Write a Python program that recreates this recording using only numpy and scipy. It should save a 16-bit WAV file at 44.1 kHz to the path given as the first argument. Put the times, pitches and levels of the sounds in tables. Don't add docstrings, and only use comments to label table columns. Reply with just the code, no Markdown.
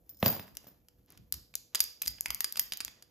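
import sys
import numpy as np
from scipy import signal
from scipy.fft import rfft, irfft, next_fast_len
from scipy.io import wavfile
from scipy.ndimage import map_coordinates

SR = 44100
rng = np.random.default_rng(int(sys.argv[2]) if len(sys.argv) > 2 else 0)


def store_wav(level_fs):
    pcm = np.round(np.clip(np.atleast_2d(level_fs), -1, 1) * 32767)
    wavfile.write(sys.argv[1], SR, pcm.T.astype(np.int16))


def undo_db(level):
    steps = np.asarray(level, float) / 20
    return 10 ** steps


N = 136710


def unit(x):
    return x / np.sqrt(np.mean(x ** 2) + 1e-20)


def along(points, hz):
    f, v = np.transpose(points)
    return np.interp(np.log(hz + 1), np.log(f + 1), v)


def curve(rows):
    return undo_db(np.interp(np.arange(N) / SR, *np.transpose(rows)))


def wobble(rate, size=N):
    knots = rng.standard_normal(int(size * rate / SR) + 4)
    return map_coordinates(knots, [np.arange(size) * rate / SR])


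def filtered(x, response):
    m = next_fast_len(x.shape[-1] + 8192)
    spectrum = rfft(x, m) * response(np.fft.rfftfreq(m, 1 / SR))
    return irfft(spectrum, m)[..., :x.shape[-1]]


def noise(colour, size=N):
    return unit(filtered(rng.standard_normal(size), lambda hz: undo_db(along(colour, hz))))


def burst(colour, t, spike):
    crack_t60_s = .004
    push = rng.standard_normal(len(t)) * undo_db(-60 * t / crack_t60_s)
    push[26] += spike
    sound = filtered(push, lambda hz: undo_db(along(colour, hz)))
    return sound / np.abs(sound).max()


def ring(modes, t):
    rattle_db, rattle_rate, rattle_grows_s = 6, 300, .012
    total = np.zeros(len(t))
    for hz, db, t60 in modes:
        rattle = rattle_db * wobble(rattle_rate, size=len(t)) * (1 - np.exp(-t / rattle_grows_s))
        tone = np.sin(2 * np.pi * hz * rng.normal(1, .003) * t)
        total += undo_db(db + rattle - 60 * t / t60) * tone
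    return total


def clicks(rows, low, high):
    # frequency in Hz, level in dB
    crack_colour = [(1200, -25), (3000, -13.5), (5000, 2), (7000, 1), (10000, 1), (15500, -2), (16800, -46)]
    knock_colour = [(200, -12.5), (600, -8.5), (1200, -3), (2500, 2.5), (4000, 0.5), (8000, -43)]
    spark_colour = [(7000, -30), (11500, 0), (14000, -1), (16700, -24)]
    spark_db, knock_gain_db, thud_db, scatter_db = -0.5, 5, -1, -5.5
    knock_t60_s, scatter_t60_s, onset_s = .015, .022, .00049
    out = np.zeros((2, N + SR))
    t = np.arange(SR // 4) / SR
    for s, db, knock_db, low_db, high_db in rows:
        spike = np.clip(-.14 * knock_db, 1, 6)
        edge_db = -19 - .29 * knock_db if len(high) else high_db
        edge = 2 * burst(spark_colour, t, spike) * undo_db(spark_db + edge_db)
        thud = noise(knock_colour, size=len(t)) * undo_db(thud_db - 60 * t / knock_t60_s)
        knock = undo_db(knock_db + knock_gain_db) * (2 * burst(knock_colour, t, spike) + thud)
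        touch = 2 * burst(crack_colour, t, spike) + edge + knock
        scatter = noise(crack_colour, size=len(t)) * undo_db(scatter_db - 60 * t / scatter_t60_s)
        after = undo_db(low_db) * (scatter + ring(low, t)) + undo_db(high_db) * ring(high, t)
        hit = np.array([touch, after]) * (1 - np.exp(-t / onset_s))
        start = round(s * SR)
        out[:, start:start + len(t)] += undo_db(db) * hit
    return out[:, :N]


def shackles():
    # start in seconds, peak in dB, then
    # knock, body scatter with low ring, and high ring, all three in dB over the crack
    chain_contacts = [
        (1.7479, -15, -18, -23.5, -19),
        (1.751, -23.5, -11.5, -3.5, -32),
        (1.7544, -15.5, -18.5, -3, -9.5),
        (1.7936, -29.5, -33, -9.5, -26),
        (1.8041, -6, -28, -7.5, -5),
        (1.8398, -19.5, -35.5, -20, -23),
                      (2.0181, -25, -13.5, -12, 6.5), (2.022, -17, -40, -15.5, -15), (2.0335, -34, -13, -8, -8),
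                (2.0555, -29.5, -30, -25, -15), (2.0608, -26.5, -17, -9, -23),
                (2.0735, -18.5, -26.5, -9, -14), (2.0782, -18, -21.5, -2.5, -3),
                (2.184, -49.5, -1.5, -10, -19), (2.2085, -14, -51.5, -28.5, -34),
                (2.2587, -19, -13.5, -7.5, -30), (2.263, -32.5, -27, -11.5, -29),
                (2.2832, -31.5, -40, -26, -27), (2.3045, -20.5, -11.5, -7, -1.5),
                (2.3462, -18, -54, -19, -9), (2.4057, -15, -19.5, -12, -2), (2.4437, -15.5, -17, -4, -9.5),
                      (2.524, -19.5, -39, -18.5, -14.5), (2.5574, -33.5, -8.5, -4, -18),
                (2.5699, -30.5, -14, -2.5, 5), (2.5734, -27.5, -10.5, -0.5, -6.5),
                (2.595, -8.5, -27, -12.5, -3.5), (2.722, -22, -11.5, -6.5, -16.5),
                (2.7262, -34.5, -18, -4, -14), (2.735, -26, -15, -7.5, -7), (2.7723, -24, -34.5, -18.5, -8),
                (2.8043, -25, -14, -2.5, -15), (2.809, -28, -15, -4.5, -15.5),
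                (2.8484, -17.5, -32.5, -16.5, -18), (2.8799, -34.5, -8.5, -23.5, -20.5),
                (3.0241, -38, -20.5, -7.5, -18)]
    # frequency in Hz, level in dB, t60 in seconds
    low = [(4890, -1, .016), (4930, -24, .12), (4760, -6, .012), (5150, -7, .018), (6900, -6, .008),
           (8600, -6, .03), (8640, -24, .15)]
    high = [(13140, -4, .02), (13200, -27, .16), (13050, -28, .1), (11900, -10, .008), (15700, -10, .05)]
    return clicks(chain_contacts, low, high)


def loose_jingle():
    # start in seconds, peak in dB, then knock, body scatter with low ring, and high ring,
    # all three in dB over the crack
    contacts = [(0.0638, -66.5, -29.5, -9.5, -5.5), (0.0931, -40, -36, -5, 1),
                (0.1451, -65, -36.5, 11.5, 7.5), (0.170, -62, -35, 10.5, 6.5), (0.189, -62.5, -37, 8.5, 7),
                (0.2005, -54.5, -32.5, 8.5, 7), (0.2065, -57, -26, 10, 5), (0.2272, -29.5, -0.5, -6.5, -2),
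                (0.2484, -38, -12, -2.5, 6), (0.2593, -29, 1, -8, 12.5), (0.2784, -36.5, -16, -6.5, 14.5),
                (0.2994, -43, -16, -1.5, 10.5), (0.332, -33, -28, -6, -2), (0.3821, -49.5, -18, -7.5, -1.5),
                (0.3953, -44.5, -0.5, 4.5, 1), (0.4794, -51.5, -5, -13, -12), (0.6695, -51, -9.5, 1.5, 3)]
    # frequency in Hz, level in dB, t60 in seconds
    low = [(5250, -16, .14), (10200, -20, .12), (7100, -20, .05)]
    high = [(14360, -1, .13), (14680, -8, .08), (14950, -11, .05), (15250, -14, .04), (13900, -14, .04)]
    return clicks(contacts, low, high)


def held_touches():
    # start in seconds, peak in dB, then knock, scatter and bright edge in dB over the crack
    contacts = [(0.5517, -41.5, -22, -4, -37), (0.5699, -22.5, -26.5, -12, -13.5),
                (0.885, -42.5, -21.5, -6.5, -41), (1.061, -64, -35, -22, 9), (1.0827, -86, -23, -11, 1),
                (1.1037, -50, -29, -1, 10), (1.1224, -44.5, -41, -19, -2.5), (1.175, -44, -16, -3, -19),
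                (1.3241, -14.5, -36.5, -12, 0), (1.3408, -25, -27.5, -5.5, -14.5), (1.5396, -47, 0, 2, -8),
                (1.5538, -13.5, -48, -12, -9)]
    return clicks(contacts, [], [])


def body_clinks():
    # start in seconds, peak in dB, then knock, scatter with ring, and bright edge,
    # all three in dB over the crack
    contacts = [
        (0.2605, -26, -15.5, 6.5, -28),
        (0.2735, -40, -20, 11, -26.5),
        (0.2805, -33, -20.5, 7.2, -32),
    ]
    # frequency in Hz, level in dB, t60 in seconds
    body = [(4834, 2, .014), (4650, -6, .01), (7100, -10, .01)]
    return clicks(contacts, body, [])


def bumps():
    # start in seconds, level in dB
    landings = [
        (.229, -12.5),
        (0.233, -27.5),
        (0.262, -16),
        (.271, -23.5),
        (.292, -30),
        (0.329, -44),
        (0.396, -36),
        (.668, -46.5),
    ]
    # centre in Hz, width in Hz, level in dB
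    cushion = [(94, 49, -4.5), (196.4, 36, 0), (590, 300, -8.5), (1050, 1400, -20)]
    blows = np.zeros(N)
    for s, db in landings:
        blows[round(s * SR)] = undo_db(db + 39.5)

    def body(f):
        total = 0
        for k, (centre, width, db) in enumerate(cushion):
            band = 1j * f * width / (centre * centre - f * f + 1j * f * width)
            total = total + (-1) ** k * undo_db(db) * band
        return total / (1 + 1j * f / 2500)

    return filtered(blows, body)


def grainy(colour):
    return unit(noise(colour) * undo_db(3 * wobble(60) + 3 * wobble(400)))


def paper_rustle():
    # time in seconds, level in dB
    level = [(.04, -84), (.1, -72), (.19, -82.5), (.225, -48.5), (.26, -29), (.31, -45), (.42, -56.5),
             (.55, -71), (.68, -60.5), (.8, -80)]
    # frequency in Hz, level in dB
    colour = [(59, -31.5), (100, 0), (1390, -17.5), (4980, -23), (9610, -21), (14700, -14), (15600, -17),
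              (16200, -44)]
    return curve(level) * grainy(colour)


def skin_slide():
    # time in seconds, level in dB
    level = [(1.04, -88), (1.12, -61.5), (1.2, -76), (1.26, -98.5), (1.7, -99), (1.745, -61), (1.76, -82),
             (2.5, -68.5), (2.93, -74.5), (3, -64.5), (3.05, -76)]
    # frequency in Hz, level in dB
    colour = [(150, 2.5), (700, -9.5), (2500, -13.5), (6000, -14), (16000, -34.5)]
    return curve(level) * grainy(colour)


def room(x):
    # frequency in Hz, t60 in seconds
    decay = [(300, 0.39), (5000, 0.42), (14000, 0.33)]
    # frequency in Hz, level in dB
    colour = [(1000, 3.5), (5000, -0.5), (12000, -6.5), (15500, 4.5), (16300, -25)]
    room_db, delay_s = -13.5, .006
    out, step = np.zeros((2, N + SR)), SR // 12
    for start in range(0, N, step):
        hz, t, z = signal.stft(rng.standard_normal((2, SR // 2)), SR, nperseg=256)
        level = along(colour, hz)[:, None] - 60 * t / along(decay, hz)[:, None]
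        tail = signal.istft(z * undo_db(level), SR, nperseg=256)[1]
        tail = tail / np.linalg.norm(tail[0])
        wet = signal.fftconvolve(x[None, start:start + step], tail, axes=1)
        out[:, start + round(delay_s * SR):][:, :wet.shape[1]] += wet
    return undo_db(room_db) * out[:, :N]


def background():
    # start in seconds, level in dB
    jolts = [
        (.13, -75),
        (.5, -64.5),
        (.98, -77),
        (1.159, -60),
        (1.329, -56),
        (1.8, -62),
        (2.05, -63),
        (2.277, -58.5),
        (2.58, -66.5),
        (2.8, -67),
    ]
    # frequency in Hz, level in dB
    rumble_colour = [(20, -35), (45, 9), (80, 0), (300, -11), (600, -44)]
    air_colour = [(150, -16.5), (300, 5), (700, -2), (2000, -41.5), (5000, -26), (15300, -5),
                  (16300, -57.5)]
    rumble_db, air_db = -71, -77.5
    hum_hz, hum_db, jolt_hz, jolt_rise_s = 489, -80, 62, .025
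    t = np.arange(N) / SR
    hum = undo_db(hum_db + 2 * wobble(10)) * np.sin(2 * np.pi * hum_hz * t)
    grip = np.zeros(N)
    for s, db in jolts:
        u = np.clip(t - s, 0, None) / jolt_rise_s
        grip += undo_db(db) * u * np.exp(1 - u)
    sway = grip * np.sin(2 * np.pi * np.cumsum(jolt_hz * undo_db(wobble(20))) / SR)

    def one():
        air = undo_db(air_db + wobble(1.5)) * noise(air_colour)
        return air + (undo_db(rumble_db) + grip) * undo_db(4 * wobble(10)) * noise(rumble_colour)

    return np.array([one() + hum + sway, one()])


def ports(near, slide, paper, far):
    # frequency in Hz, lead in radians
    lead_points = [(0, 0), (1500, -.2), (3800, -.9), (5200, -1), (6000, 0), (17000, 11.4)]
    # frequency in Hz, level in dB
    lean = [(600, -1.5), (2200, -2), (4500, -5), (6500, -3.5), (7500, 3.5)]
    # frequency in Hz, level in dB
    unrelated = [(100, -13), (700, 0), (2500, 0), (5000, -1), (7000, -20), (8000, -45)]
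    paper_start_hz, paper_turn_hz = 5200, 3700
    sign = np.array([[.5], [-.5]])

    def lead(hz):
        return np.interp(hz, *np.transpose(lead_points))

    def snap(u):
        return u - .5 * np.sin(2 * u)

    def close(hz):
        return undo_db(sign * along(lean, hz)) * np.exp(1j * sign * lead(hz))

    def locked(hz, u):
        phase = np.where(hz > 6200, snap(np.minimum(u, 3 * np.pi)), lead(hz))
        return undo_db(sign * along(lean, hz) * (hz < 7500)) * np.exp(1j * sign * phase)

    def diffuse(hz):
        return locked(hz, snap(lead(hz - 150)))

    def below(hz):
        return locked(hz, np.pi * (hz - paper_start_hz) / paper_turn_hz)

    apart = 2 * sign * filtered(far[1], lambda hz: undo_db(along(unrelated, hz)) * diffuse(hz))
    return filtered(near, close) + filtered(paper, below) + filtered(far[0] + slide, diffuse) + apart


def scene():
    jingle_touch, jingle_after = loose_jingle()
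    touch, after = shackles() + held_touches() + body_clinks()
    near = touch + jingle_touch + bumps()
    slide = after + skin_slide()
    paper = jingle_after + paper_rustle()
    far = room(near + slide + paper) + background()
    return ports(near, slide, paper, far)


def band_limit(x):
    return signal.sosfilt(signal.butter(12, 16990, fs=SR, output="sos"), x)


def record(dry):
    ceiling, low_hz, top_hz = .8, 36, 16990
    held = dry / (1 + np.abs(dry / ceiling) ** 4) ** (1 / 4)
    mix = filtered(held, lambda hz: (hz < top_hz) * hz ** 2 / (hz ** 2 + low_hz ** 2))
    return band_limit(mix)


dry = scene()
out = record(dry)
store_wav(out)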